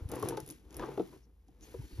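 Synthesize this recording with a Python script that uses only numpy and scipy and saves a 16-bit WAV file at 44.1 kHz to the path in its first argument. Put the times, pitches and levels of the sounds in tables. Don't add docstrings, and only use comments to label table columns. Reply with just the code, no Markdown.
import sys
import numpy as np
from scipy import signal
from scipy.fft import rfft, irfft, next_fast_len
from scipy.io import wavfile
from scipy.ndimage import map_coordinates

SR = 44100
rng = np.random.default_rng(int(sys.argv[2]) if len(sys.argv) > 2 else 0)


def to_wav(s):
    ch = np.atleast_2d(s).T
    pcm = np.round(np.clip(ch, -1, 1) * 32767)
    wavfile.write(sys.argv[1], SR, pcm.astype(np.int16))


N = 88200


def amp(db):
    return 10 ** (np.asarray(db) / 20)


def unit(x):
    return x / np.sqrt(np.mean(x ** 2) + 1e-20)


def along(points, hz):
    freqs, values = np.transpose(points)
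    return np.interp(np.log(hz + 1), np.log(freqs + 1), values)


def curve(rows):
    return np.interp(np.arange(N) / SR, *np.transpose(rows))


def wobble(rate):
    return map_coordinates(rng.standard_normal(int(N * rate / SR) + 4), [np.arange(N) * rate / SR])


def filtered(x, response):
    n = x.shape[-1]
    padded = next_fast_len(n + 8192)
    return irfft(rfft(x, padded) * response(np.fft.rfftfreq(padded, 1 / SR)), padded)[..., :n]


def noise(colour, shape):
    return unit(filtered(rng.standard_normal(shape), lambda hz: amp(along(colour, hz))))


def add(track, s, sound):
    part = track[max(round(s * SR), 0):][:len(sound)]
    part += sound[:len(part)]


def swell(s, db, width):
    return amp(db) * np.exp(-.5 * ((np.arange(N) / SR - s) / width) ** 2)


def grains(rate, spread_db, colour):
    hits = (rng.random(N) < rate / SR) * rng.choice([-1, 1], N)
    strengths = amp(spread_db * np.clip(rng.standard_normal(N), -2, 2))
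    size = 4096
    cepstrum = irfft(np.log(amp(along(colour, np.fft.rfftfreq(size, 1 / SR)))))
    ring = irfft(np.exp(rfft(2 * cepstrum * (np.arange(size) < size // 2))))
    return unit(signal.fftconvolve(hits * strengths, ring)[:N])


# time in seconds, level in dB.
SLIDE_FORCE = [(0, -53.5), (.08, -60.5), (.10, -48.5), (.135, -38), (.17, -39.5), (.21, -45), (.26, -36.5),
               (.31, -40), (.355, -44), (.40, -49.5), (.45, -65), (.50, -53.5), (.56, -75), (.69, -61.5),
               (.75, -51.5), (.81, -41), (.89, -44), (.94, -50), (1.04, -53.5), (1.11, -63.5),
               (1.15, -55.5), (1.21, -73), (1.43, -78.5), (1.55, -72), (1.70, -59.5), (1.83, -65),
               (1.89, -68), (1.97, -64), (2, -46.5)]
# frequency in Hz, relative level in dB.
SLIP_COLOUR = [(60, -27), (170, -6), (240, -7), (340, 3), (470, 0.5), (590, -12), (720, -10), (920, -10.5),
               (1250, -16), (1700, -21.5), (2500, -26.5), (7000, -40.5), (14000, -55)]
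# frequency in Hz, relative level in dB.
SCRAPE_COLOUR = [(100, -13), (400, -12), (1100, 0), (2000, -9), (3500, -7.5), (7000, -23.5), (14000, -39.5)]
def slide():
    table_hz, table_fade_s = 131.3, 0.27
    force, t = amp(curve(SLIDE_FORCE)), np.arange(N) / SR
    slips = grains(rate=1300, spread_db=4.5, colour=SLIP_COLOUR) * amp(0.96 * wobble(70))
    scrape = amp(-21.5) * grains(rate=760, spread_db=8, colour=SCRAPE_COLOUR)
    drum = unit(np.sin(2 * np.pi * table_hz * t + 1.3 * wobble(20)) * amp(1.9 * wobble(24.6)))
    fade = amp(-60 * t / table_fade_s)
    lingering_force = signal.fftconvolve(force, fade / fade.sum())[:N]
    return force * (slips + scrape) + amp(-8.5) * drum * lingering_force


# time in seconds, relative level in dB.
HISS_LEVEL = [(0, -73.5), (.08, -77), (.13, -65.5), (.27, -61), (.34, -70), (.45, -69.5), (.51, -69.5),
              (.56, -72), (.62, -79.5), (.69, -81), (.76, -69), (1.05, -71), (1.15, -72.5), (1.28, -90.5),
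              (1.44, -90.5), (1.49, -87), (1.58, -86.5), (1.65, -68.5), (1.88, -70), (2, -68.5)]
# frequency in Hz, relative level in dB.
HISS_COLOUR = [(800, -27.5), (1600, 0), (4600, -6.5), (7000, -5.5), (8200, -3), (9500, -9), (13600, -13),
               (14500, -34)]
def rub():
    hiss = unit(noise(HISS_COLOUR, N) * amp(1.5 * wobble(200)))
    return amp(curve(HISS_LEVEL) + 6.5) * hiss


# frequency in Hz, relative level in dB.
RUMBLE_COLOUR = [(20, -17), (38, -0.5), (54, 9), (80, 6.5), (125, -21.5), (180, -6), (350, -22.5),
                 (600, -55), (1500, -36.5), (5000, -51), (14000, -43.5)]
def room_tone():
    hum_hz, t = 54.4, np.arange(N) / SR
    hum = np.sin(2 * np.pi * hum_hz * t + 0.64 * wobble(7)) * amp(1.6 * wobble(8.94))
    rumble = noise(RUMBLE_COLOUR, N) + amp(-9) * noise(RUMBLE_COLOUR, (2, N))
    return amp(-65.5) * rumble + amp(-63) * unit(hum)


# peak time in seconds, level in dB, pitch in Hz, rise and fall time in seconds.
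HAND_BUMPS = [(0.026, -31, 74, 0.0049), (0.06, -28, 83.5, 0.0045), (0.144, -40.5, 67, 0.016),
              (.245, -32, 103, 0.0079), (0.309, -47, 49.4, 0.022), (0.669, -49, 58.6, 0.0077),
              (0.769, -41, 63, 0.012), (0.807, -43, 45, 0.019), (1.618, -49.5, 52, 0.02),
              (1.78, -43.5, 69, 0.022), (1.799, -31, 111, 0.0046), (1.843, -40, 60, 0.013),
              (1.936, -41.5, 44.6, 0.0083), (1.969, -41, 73.7, 0.0085), (1.997, -26, 99.5, 0.0056)]
def thumps():
    out, t = np.zeros(N), np.arange(N) / SR
    for s, db, hz, width in HAND_BUMPS:
        rounded_peak = np.exp(.5 - np.hypot((t - s) / width, .5))
        out += amp(db) * rounded_peak * np.cos(2 * np.pi * hz * (t - s))
    return out


# start in seconds, relative level in dB, boost or cut below 8000 Hz in dB.
FILM_SNAPS = [(.089, -39.5, 8), (0.094, -47, -3), (0.0962, -45, -13), (0.116, -30, 2.5), (0.139, -43, -1),
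              (0.15, -41, -4), (0.1563, -36, -5), (0.1607, -56, -4), (0.1975, -39.5, -5), (0.2258, -32, 2),
              (0.25, -37.5, 3), (.2870, -21.5, -0.5), (0.2958, -33.5, 8), (0.3708, -34, 10),
              (0.3743, -40, 7), (0.4019, -33.5, 2), (.4125, -56, 4), (0.4623, -38.5, -2), (.476, -38, 1),
              (0.489, -37, 4), (0.501, -33, 5), (0.5071, -31, -4), (.515, -47, -6), (0.522, -45, 10),
              (0.7068, -47.5, 12), (0.7272, -47.5, 9), (0.7433, -40.5, 9), (0.767, -31.5, -4),
              (.795, -40, 14), (.859, -47, 12), (1.482, -57.5, 14), (1.609, -51.5, 12), (1.626, -51, 7)]
# frequency in Hz, relative level in dB.
SNAP_COLOUR = [(1000, -34), (3000, -14), (4200, -18), (5600, -11), (7000, -10.5), (9000, -9.5),
               (10500, -3.5), (12000, -12.5), (14000, -17.5), (16000, -33)]
def snaps():
    rise_s, tick_fade_s, flutter_fade_s = 0.00078, 0.0059, 0.039
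    out, t = np.zeros(N), np.arange(SR // 20) / SR
    rise = 1 - np.exp(-t / rise_s)
    shape = rise * (amp(-60 * t / tick_fade_s) + amp(-16 - 60 * t / flutter_fade_s))
    for s, db, low_db in FILM_SNAPS:
        colour = [(hz, level + low_db * (hz < 8000)) for hz, level in SNAP_COLOUR]
        add(out, s, amp(db - 8) * shape / shape.max() * noise(colour, len(t)))
    return out


# peak time in seconds, level in dB, width of the swell in seconds.
GRIP_SHIFTS = [(0.097, -44, 0.0071), (0.508, -50.5, 0.026), (0.677, -62.5, 0.084), (1.11, -59, 0.049),
               (1.284, -64, .02), (1.508, -65.5, 0.027), (1.62, -61.5, .03), (1.708, -59, 0.017),
               (1.794, -51, 0.0084), (1.836, -56, 0.024), (1.93, -57.5, 0.016)]
# frequency in Hz, relative level in dB.
RUSTLE_COLOUR = [(60, -13.5), (125, -5), (180, -6.5), (290, -1), (380, -11), (550, -26), (1500, -35.5),
                 (6000, -65)]
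def grips():
    loudness = sum(swell(*row) for row in GRIP_SHIFTS)
    return loudness * grains(rate=600, spread_db=3.5, colour=RUSTLE_COLOUR)


# base pitch in Hz, relative level in dB, seconds to fade by 60 dB.
BOX_NOTES = [(189.5, -19, 0.12), (292, -14.5, 0.045), (341, -2, 0.075), (429.9, 1.5, 0.058),
             (463.6, -9, 0.044), (527.5, -9.5, 0.049), (613, -16, 0.031), (707, -9, 0.037),
             (886, -9, 0.035), (1047, -8.5, 0.025), (1288, -17, .025), (1546, -21, 0.024)]
def box_ring(tilt_db, pitch, scatter_db):
    rise_s, delay_s = 0.0034, .0012
    t, ring = np.arange(SR // 4) / SR, 0
    for hz, db, fade_s in BOX_NOTES:
        ratio = hz / 400
        age = np.maximum(t - delay_s / np.sqrt(ratio), 0)
        level = db + tilt_db * np.log2(max(ratio, 1)) + scatter_db * rng.normal()
        rise = 1 - np.exp(-age * ratio / rise_s)
        ring = ring + amp(level - 60 * age / fade_s) * rise * np.sin(2 * np.pi * hz * pitch * age)
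    return ring / np.abs(ring).max()


# start in seconds, level in dB, treble tilt in dB per octave, pitch multiplier.
EDGE_KNOCKS = [(0.1204, -35, 6, 0.89), (0.2273, -24.5, 2, 1.05), (0.3224, -30.5, -4.5, 1.03),
               (0.373, -26.5, 7, 0.98), (.426, -42, 1, 0.33), (.7945, -33, 9.5, 1.1), (.823, -31, 6, 1.16),
               (0.8333, -32.5, 7.5, 1.04), (.883, -35.5, 1, 1.01), (.975, -26, -1, 0.93),
               (0.9953, -20, -5, 1), (1.006, -31.5, 1, 1), (1.129, -47, -4, 1.12),
               (1.4843, -56.5, -2.5, 0.86), (1.7409, -34.5, -6.5, 1.11)]
def knocks():
    crack_fade_s = 0.034
    out, t = np.zeros(N), np.arange(SR // 4) / SR
    for s, db, tilt_db, pitch in EDGE_KNOCKS:
        crack = amp(-23.5 + tilt_db - 60 * t / crack_fade_s) * noise(SCRAPE_COLOUR, len(t))
        add(out, s, amp(db) * (box_ring(tilt_db, pitch, scatter_db=5) + crack))
    return out


# peak time in seconds, level in dB, width of the swell in seconds, pitch in Hz.
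SKID_SWISHES = [(0.833, -43.5, 0.014, 1104), (1.239, -73.5, 0.011, 5720), (1.633, -58.5, 0.0094, 6400),
                (1.822, -61.5, 0.0044, 930), (1.94, -69, .06, 4440)]
def skids():
    out = np.zeros(N)
    for s, db, width, centre in SKID_SWISHES:
        swish = filtered(rng.standard_normal(N), lambda hz: 1 / (1 + (12 * (hz / centre - 1)) ** 2))
        out += swell(s, db, width) * unit(swish)
    return out


# frequency in Hz, seconds to fade by 60 dB.
ECHO_FADE = [(150, 0.26), (1000, 0.11), (10000, 0.15)]
def placed(x, pan, phase, echo_db):
    side = np.array([[1], [-1]])
    direct = filtered(x, lambda hz: amp(side * pan(hz)) * np.exp(.5j * side * phase(hz)))
    hz, t, bands = signal.stft(rng.standard_normal((2, SR // 3)), SR, nperseg=256)
    fading_bands = bands * amp(-60 * t / along(ECHO_FADE, hz)[:, None])
    echo = signal.istft(fading_bands, SR, nperseg=256)[1]
    echo = np.pad(echo / np.linalg.norm(echo[0]), ((0, 0), (SR // 250, 0)))
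    return direct + amp(echo_db) * signal.fftconvolve(x[None], echo, axes=1)[:, :N]


# frequency in Hz, dB added on the left and taken off the right.
FILM_LEAN = [(1000, -0.5), (5500, 3.2), (8000, -0.5), (13000, 0)]
# frequency in Hz, the left side's head start in radians.
FILM_LEAD = [(500, 2), (2500, 1.66), (5000, 0.82), (6700, -1.5), (7900, -2.5), (11000, -6), (12300, -6.5),
             (14000, -9)]
def scene():
    left_lead_s = .00003
    box = knocks() + slide() + grips() + skids()
    box = placed(box, pan=lambda hz: 1.54, phase=lambda hz: 2 * np.pi * hz * left_lead_s, echo_db=-10.5)
    film = snaps() + rub()
    film = placed(film, lambda hz: along(FILM_LEAN, hz), lambda hz: along(FILM_LEAD, hz), echo_db=-14)
    hands = placed(thumps(), pan=lambda hz: 0, phase=lambda hz: .2, echo_db=-13)
    return box + film + hands + room_tone()


# frequency in Hz, boost or cut in dB.
MIC_COLOUR = [(20, -0.5), (7000, -2.5), (7600, -6.5), (8150, -18), (8800, 3), (9500, 0.5), (13500, 2),
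              (14600, -3), (16000, -23)]
def record(dry):
    top_hz = 15600
    return filtered(dry, lambda hz: amp(along(MIC_COLOUR, hz)) * (hz < top_hz))


dry = scene()
out = record(dry)
to_wav(out)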